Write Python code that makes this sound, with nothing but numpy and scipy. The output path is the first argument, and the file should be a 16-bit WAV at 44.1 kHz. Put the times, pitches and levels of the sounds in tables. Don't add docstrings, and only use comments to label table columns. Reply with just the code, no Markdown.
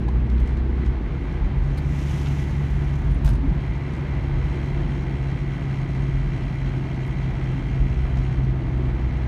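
import sys
import numpy as np
from scipy import signal
from scipy.fft import rfft, irfft, next_fast_len
from scipy.io import wavfile
from scipy.ndimage import uniform_filter1d, map_coordinates

SR = 44100
rng = np.random.default_rng(int(sys.argv[2]) if len(sys.argv) > 2 else 0)


def transcribe(signal):
    frames = np.atleast_2d(signal).T
    limited = np.clip(frames, -1, 1)
    pcm = np.round(limited * 32767).astype(np.int16)
    wavfile.write(sys.argv[1], SR, pcm)


N = 408807
TIME = np.arange(N) / SR

# t/s, firing tone/dB, its octave/dB
EXHAUST_DRONE = [(0, -22.5, -33), (.3, -21, -30.5), (.9, -21.5, -36), (1.07, -33, -30.5), (1.4, -30, -34.5),
                 (1.8, -26.5, -27.5), (3.0, -27, -26.5), (3.5, -33.5, -31), (4.3, -28, -27.5),
                 (5.6, -35.5, -28), (6.4, -36, -28), (7.6, -35.5, -27), (7.95, -25.5, -27),
                 (8.5, -28, -24.5), (9.27, -24.5, -30.5)]
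# multiple of the firing rate, pulling away/dB, rolling/dB
EXHAUST_OVERTONES = [(1.5, -45, -46), (2.5, -55.5, -56), (3, -43.5, -50.5), (3.5, -37.5, -53.5),
                     (4, -42.5, -46.5), (5, -58, -52.5), (6, -51, -60), (6.5, -50.5, -61), (7, -56, -64.5)]
def exhaust(firings, throb_hz=2.89, depth_db=1.5, crest_s=6.39, wobble_rad=0.033):
    low_db, octave_db = curves(EXHAUST_DRONE)
    phase = 2 * np.pi * firings
    drone = undb(low_db + .9 * walk(15)) * np.sin(phase + wobble_rad * walk(4.7))
    throb_db = depth_db * np.cos(2 * np.pi * throb_hz * (TIME - crest_s))
    drone += undb(octave_db + throb_db + .6 * walk(9)) * np.sin(2 * phase + wobble_rad * walk(13))
    pulling = np.interp(TIME, [.8, 1.3], [1, 0])
    for multiple, pull_db, roll_db in EXHAUST_OVERTONES:
        db = roll_db + pulling * (pull_db - roll_db) + 1.4 * walk(13)
        drone += undb(db) * np.sin(multiple * phase + 0.18 * walk(9))
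    return np.sqrt(2) * drone


# t/s, level/dB
CLATTER_LEVEL = [(0, -52), (.17, -56), (.5, -49), (.65, -58), (.8, -49), (1.0, -54), (1.3, -48.5),
                 (1.55, -52.5), (2.2, -48), (2.95, -48.5), (3.3, -58), (3.55, -49.5), (3.85, -47.5),
                 (4.3, -47), (7.2, -46.5), (8.25, -47.5), (8.55, -51.5), (9.27, -49.5)]
# t/s, strength relative to the knocks
KNOCK_WASH = [(0, 0.87), (3.9, 0.87), (5.0, .2), (8.3, .15), (8.8, 0.83), (9.27, 0.9)]
# f/Hz, level/dB
BLOCK_SPECTRUM = [(710, -38), (1200, -7), (1550, -3.5), (1810, -6.5), (2040, -4), (2510, -6.5),
                  (2740, -3.5), (3270, -15), (3600, -18.5), (4050, -22.5), (4890, -24), (6580, -31.5),
                  (7230, -32), (8750, -40), (15000, -51)]
# f/Hz, width/Hz, level/dB
PANEL_MODES = [(1263, 26, -1), (1490, 48, -1), (1976, 64, 6), (2156, 47, 5.5), (2354, 55, 1.5),
               (2691, 63, -13), (3172, 146, -7.5), (3789, 27, -18), (3970, 72, -11.5), (4550, 140, -20),
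               (5050, 70, -26), (5460, 99, -19.5), (5663, 60, -24.5), (6040, 70, -19.5), (6330, 42, -20.5),
               (6630, 55, -20), (6810, 55, -24), (7250, 65, -27), (7630, 65, -29), (7900, 50, -30),
               (8470, 80, -27.5), (9000, 60, -30.5), (9300, 50, -32), (9733, 60, -31), (10034, 60, -37),
               (11200, 160, -41.5), (11283, 110, -41.5), (12166, 120, -43.5), (12424, 80, -42)]
def clatter(firings, knock_db=(0, -12, -10), scatter_db=1.9, jitter_s=.0003):
    beat = firings * len(knock_db)
    starts = np.flatnonzero(np.diff(np.floor(beat)))
    lateness, strength = rng.standard_normal((len(starts), 2)).T
    starts = np.clip(starts + (lateness * jitter_s * SR).astype(int), 0, N - 1)
    strikes = np.zeros(N)
    strikes[starts] = undb(np.resize(knock_db, len(starts)) + scatter_db * strength)
    wash, = curves(KNOCK_WASH)
    trails = unit(noise() * np.exp(-(beat % 1) / 1.5))
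    knocks = unit(unit(strikes) + wash * trails)
    phase = 2 * np.pi * (firings - .25)
    spurts = 1 + 0.36 * np.cos(phase) + 0.13 * np.cos(2 * phase)
    spurts *= undb(walk(45) + 0.5 * walk(9))
    hiss = unit(noise() * spurts)
    panels = sum((-1) ** k * undb(db) * ring(knocks if hz < 2900 else hiss, hz, width)
                 for k, (hz, width, db) in enumerate(PANEL_MODES))
    block = colour(noise() * spurts, BLOCK_SPECTRUM)
    metal = undb(1.5 * (.5 - wash)) * unit(panels) + undb(-5.5) * unit(block)
    treble = signal.sosfiltfilt(signal.butter(2, 4500, "high", fs=SR, output="sos"), metal)
    level_db, = curves(CLATTER_LEVEL)
    lift_db = 3 - 0.02 * (level_db + 49.5) + 0.67 * walk(4.9)
    return undb(level_db) * (metal + (undb(lift_db) - 1) * treble)


# t/s, level/dB
SHAKE_LEVEL = [(0, -26.5), (1.1, -27), (1.7, -25), (2.1, -32), (3.4, -23.5), (3.85, -38), (4.3, -25),
               (5.7, -30.5), (6.25, -24.5), (7.05, -31), (7.85, -25), (8.6, -27), (9.27, -30)]
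# t/s, level/dB
PANEL_RUMBLE = [(0, -30.5), (1.0, -30.5), (3.0, -29), (3.8, -29), (5.5, -30), (8.2, -29), (9.27, -29.5)]
# t/s, level/dB
ROAR_LEVEL = [(0, -44.5), (.9, -44), (1.45, -43), (1.95, -43.5), (3.05, -42.5), (3.7, -43), (4.35, -42),
              (5.65, -43.5), (6.8, -43.5), (8.45, -44), (9.27, -42)]
# t/s, level/dB
TREAD_LEVEL = [(0, -53), (1.1, -59), (1.48, -48), (1.85, -59), (2.22, -51), (2.8, -54), (3.25, -50.5),
               (3.6, -55), (4.45, -51), (5.0, -52.5), (5.6, -60), (7.3, -51.5), (7.8, -56), (9.27, -56)]
# f/Hz, level/dB
SHAKE_SPECTRUM = [(22, -33), (30, -23), (38, -2.5), (45, 1), (54, 1), (70, -11.5), (90, -14.5), (130, -14),
                  (220, -50.5)]
RUMBLE_SPECTRUM = [(50, -21), (75, 3), (100, -0.5), (122, 7), (162, 5), (195, -2), (270, -3.5), (305, -5.5),
                   (365, -5.5), (415, -15), (500, -27), (800, -51)]
ROAR_SPECTRUM = [(250, -17), (420, -1.5), (530, -1), (640, 1), (870, -1.5), (1100, -3.5), (1250, -5.5),
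                 (1400, -7.5), (1650, -5.5), (2200, -12), (4000, -21.5), (7500, -46), (14000, -51.5)]
def road(tread_hz=878, tread_width_hz=190, patches_per_s=2.38):
    shake_db, = curves(SHAKE_LEVEL)
    rumble_db, = curves(PANEL_RUMBLE)
    roar_db, = curves(ROAR_LEVEL)
    tread_db, = curves(TREAD_LEVEL)
    shake = colour(noise(), SHAKE_SPECTRUM)
    shake /= (uniform_filter1d(shake ** 2, size=4000) + 0.033) ** 0.15
    rumble = colour(noise(), RUMBLE_SPECTRUM)
    roar = colour(noise() * undb(0.67 * walk(18)), ROAR_SPECTRUM)
    tread = narrow_noise(tread_hz, tread_width_hz)
    rumble_db += 0.28 * walk(patches_per_s)
    return undb(shake_db) * shake + undb(rumble_db) * rumble + undb(roar_db) * roar + undb(tread_db) * tread


# t/s, boom/dB, f/Hz, t60/s, judder/dB, judder t60/s
BUMP_JOLTS = [(3.080, -14.5, 54, 0.27, -26, 0.34), (3.195, -19, 212, 0.14, -22.5, .18),
              (3.241, -5, 49.3, 0.41, -22.5, .22), (3.298, -9.5, 121.3, 0.16, -24, 0.18),
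              (3.428, -16.5, 269, .14, -26, 0.18), (3.470, -9, 48.6, 0.37, -24, .18),
              (3.506, -17.5, 166, 0.14, -22, .12), (3.555, -14.5, 62, 0.16, -28.5, .1),
              (3.692, -8.5, 58, 0.17, -28, .1)]
# f/Hz, level/dB
JUDDER_SPECTRUM = [(60, -5), (100, 6), (160, 7), (240, -3.5), (290, -5.5), (400, -26.5)]
def jolts(rise_s=0.016):
    boom, judder = np.zeros((2, N))
    for s, db, hz, t60, judder_db, judder_t60 in BUMP_JOLTS:
        push = np.clip((TIME - s) / rise_s, 0, 1)
        boom += undb(db) * push * fade(s, t60) * np.sin(2 * np.pi * hz * (TIME - s))
        judder += undb(judder_db) * push * fade(s, judder_t60)
    return boom + colour(judder * noise(), JUDDER_SPECTRUM)


# crest t/s, peak level/dB
LOW_RUMBLE_SURGES = [(0.127, -24), (0.446, -16), (0.591, -30), (0.871, -16), (1.131, -19.5), (1.451, -20),
                     (1.63, -18), (2.719, -20), (4.28, -21), (4.57, -35), (7.521, -20), (7.821, -17)]
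def rumble_surges(length_s=0.15, boom_hz=46.5, detune=0.053):
    surges = np.zeros(N)
    for s, db in LOW_RUMBLE_SURGES:
        hz = boom_hz * (1 + detune * rng.standard_normal())
        arch = np.cos(np.pi * np.clip((TIME - s) / length_s, -.5, .5)) ** 2
        surges += undb(db) * arch * np.sin(2 * np.pi * hz * (TIME - s))
    return surges


# t/s, level/dB, treble corner/Hz, metal ring/dB, t60/s, rise/s
FITTING_RATTLES = [(0.076, -48.5, 7500, -19, .05, 0.0098), (.287, -51, 8000, -30, .15, 0.014),
                   (.372, -48, 4500, -34, .12, 0.012), (0.400, -45.5, 12500, -24, .025, .002),
                   (.453, -51.5, 9500, -23, .18, .022), (.562, -49.5, 7000, -25, 0.093, 0.011),
                   (.845, -49, 8000, -25, 0.12, .018), (1.63, -54, 10000, -23, 0.092, .008),
                   (1.769, -45.5, 15000, -18, 0.075, .010), (2.132, -48, 4500, -30, .05, 0.009),
                   (2.259, -33.5, 5000, -30, 0.022, .002), (2.266, -35.5, 4400, -30, .06, .003),
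                   (3.112, -48, 7000, -12, 0.047, .003), (3.142, -59, 9000, 1, .03, .002),
                   (3.246, -38, 15000, -16, 0.048, .001), (3.257, -41.5, 13900, -24, 0.17, .002),
                   (3.276, -37, 9000, -19, 0.049, .001), (3.289, -44, 14000, -5, 0.035, .001),
                   (3.300, -47, 12000, -21, 0.13, .001), (3.332, -49, 11000, -17, 0.083, .002),
                   (3.352, -49, 9000, -13, 0.065, .002), (3.91, -53.5, 9500, -29, 0.36, .03),
                   (7.055, -53, 13000, -20, 0.14, 0.017), (8.145, -49.5, 8000, -26, 0.13, .035)]
# f/Hz, level/dB
FITTING_SPECTRUM = [(500, -3), (1000, 10.5), (2000, 4), (4000, 0.5), (6000, -3.5), (9000, -9),
                    (12500, -7.5), (15000, -7.5)]
def rattles(firings, buzz=0.66, slow_rise_s=.015):
    grit = unit(noise() * undb(1.3 * walk(900)))
    chatter, metal = np.zeros((2, N))
    for s, db, corner_hz, ring_db, t60, rise_s in FITTING_RATTLES:
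        rise = np.maximum(TIME - s, 0) / rise_s
        blow = undb(db) * np.where(TIME < s + rise_s, rise, fade(s + rise_s, t60))
        blow *= 1 + buzz * min(rise_s / slow_rise_s, 1) * np.cos(2 * np.pi * (firings - .25))
        contact = signal.butter(4, corner_hz, fs=SR, output="sos")
        chatter += signal.sosfilt(contact, blow * grit)
        metal += blow * undb(ring_db)
    return colour(chatter, FITTING_SPECTRUM) + metal * narrow_noise(hz=9000, width=700)


# abreast t/s, level there/dB, closing speed/(m/s), pulse
ONCOMING_PASSES = [(2.09, -47, 13, 0), (2.92, -65.5, 14, 0.6)]
# f/Hz, level/dB
HISS_SPECTRUM = [(900, -14.5), (2000, 0.5), (3000, 1.5), (4500, -8.5), (6200, -4), (8000, -13.5),
                 (9600, -14.5), (12300, -19.5), (13500, -21), (15000, -27.5)]
def oncoming_traffic(firings, lane_gap_m=5.7, ahead_db_per_m=3, behind_db_per_m=0.84):
    gain = 0
    for s, db, speed, depth in ONCOMING_PASSES:
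        along_m = speed * (TIME - s)
        screened_db = np.abs(along_m) * np.where(along_m < 0, ahead_db_per_m, behind_db_per_m)
        pulse = 1 + depth * np.cos(np.pi * firings)
        gain += pulse * undb(db - screened_db) * lane_gap_m / np.hypot(along_m, lane_gap_m)
    grit = noise() * undb(1.9 * walk(700) + 1.1 * walk(29))
    return gain * colour(grit, HISS_SPECTRUM)


# t/s, length/s, f/Hz, level/dB, loss per overtone/dB
TRIM_CREAKS = [(0.076, 0.021, 842, -34, 15), (0.08, 0.021, 990, -40, 13)]
def creaks(relative_width=0.058):
    squeaks = np.zeros(N)
    for s, length, hz, db, slope_db in TRIM_CREAKS:
        slip = rng.standard_normal(4096)
        start, count = int(s * SR), int(length * SR)
        width = hz * relative_width
        partials = [ring(ring(slip, k * hz, width), k * hz, width)[-count:] for k in (1, 2, 3)]
        tone = sum(undb(-slope_db * k) * unit(partial) for k, partial in enumerate(partials))
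        squeaks[start:start + count] += undb(db) * np.hanning(count) * tone
    return squeaks


# t/s, level/dB, pitch ratio
METAL_TAPS = [(1.781, -44.5, 0.97)]
# f/Hz, level/dB, t60/s
METAL_MODES = [(4050, -6, .06), (4440, -1, 0.057), (5070, -6, .08), (9000, -7, 0.055), (10100, -14, .035),
               (13900, -12, .04)]
def clink():
    return sum(undb(tap_db + db) * fade(s, t60) * np.sin(2 * np.pi * hz * pitch * (TIME - s))
               for s, tap_db, pitch in METAL_TAPS for hz, db, t60 in METAL_MODES)


# t/s, low hum/dB, middle hum/dB, high hum/dB
HUM_LEVELS = [(0, -45, -49, -64.5), (.9, -38.5, -53, -68), (1.45, -53.5, -51.5, -69), (1.9, -55, -69, -63),
              (3.5, -58, -61, -63), (4.0, -43, -54, -63), (5.05, -41.5, -50, -54), (5.5, -47.5, -64, -54.5),
              (6.6, -49, -62, -54), (8.1, -56, -57.5, -52), (8.8, -40, -56, -55), (9.27, -45, -54, -56)]
# f/Hz, width/Hz
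HUM_BANDS = [(338, 70), (477, 28), (690, 95)]
def panel_hum():
    return sum(undb(db) * narrow_noise(*band) for db, band in zip(curves(HUM_LEVELS), HUM_BANDS))


def undb(db):
    return 10 ** (np.asarray(db) / 20)


def unit(x):
    return x / np.sqrt(np.mean(x ** 2))


def curves(table):
    s, *columns = np.transpose(table)
    return [np.interp(TIME, s, c) for c in columns]


def noise():
    return rng.standard_normal(N)


def walk(rate):
    knots = rng.standard_normal(4096)
    return unit(map_coordinates(knots, [TIME * rate], order=3, mode="wrap"))


def colour(x, points):
    hz, db = np.transpose(points)
    size = next_fast_len(N)
    bins = np.maximum(np.arange(size // 2 + 1) * SR / size, 1)
    gain = undb(np.interp(np.log(bins), np.log(hz), db))
    gain *= np.minimum(bins / hz[0], 1) ** 2 * np.minimum(hz[-1] / bins, 1) ** 2
    return irfft(rfft(x, size) * unit(gain), size)[:N]


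def ring(x, hz, width):
    return signal.lfilter(*signal.iirpeak(hz, hz / width, fs=SR), x)


def narrow_noise(hz, width):
    return unit(ring(ring(noise(), hz, width), hz, width))


def fade(s, t60):
    age = TIME - s
    return (age >= 0) * np.exp(-np.log(1000) * np.clip(age / t60, 0, 2))


# t/s, firing rate/Hz
FIRING_RATE = [(0, 59.6), (.4, 62.6), (.9, 66.1), (1.3, 68), (1.9, 70.8), (3.0, 70.31), (3.7, 69.8),
               (4.5, 69.1), (5.5, 68), (6.5, 67.25), (7.3, 66.25), (8.2, 65.2), (8.8, 64), (9.27, 62.4)]
def scene():
    firing_hz, = curves(FIRING_RATE)
    firings = np.cumsum(firing_hz) / SR
    engine = exhaust(firings) + clatter(firings) + panel_hum()
    driving = engine + road() + rumble_surges() + oncoming_traffic(firings)
    return (driving + jolts() + rattles(firings) + clink() + creaks())[None]


def record(dry, top_hz=15100):
    return signal.sosfilt(signal.ellip(8, .2, 80, top_hz, fs=SR, output="sos"), dry)


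dry = scene()
out = record(dry)
transcribe(out)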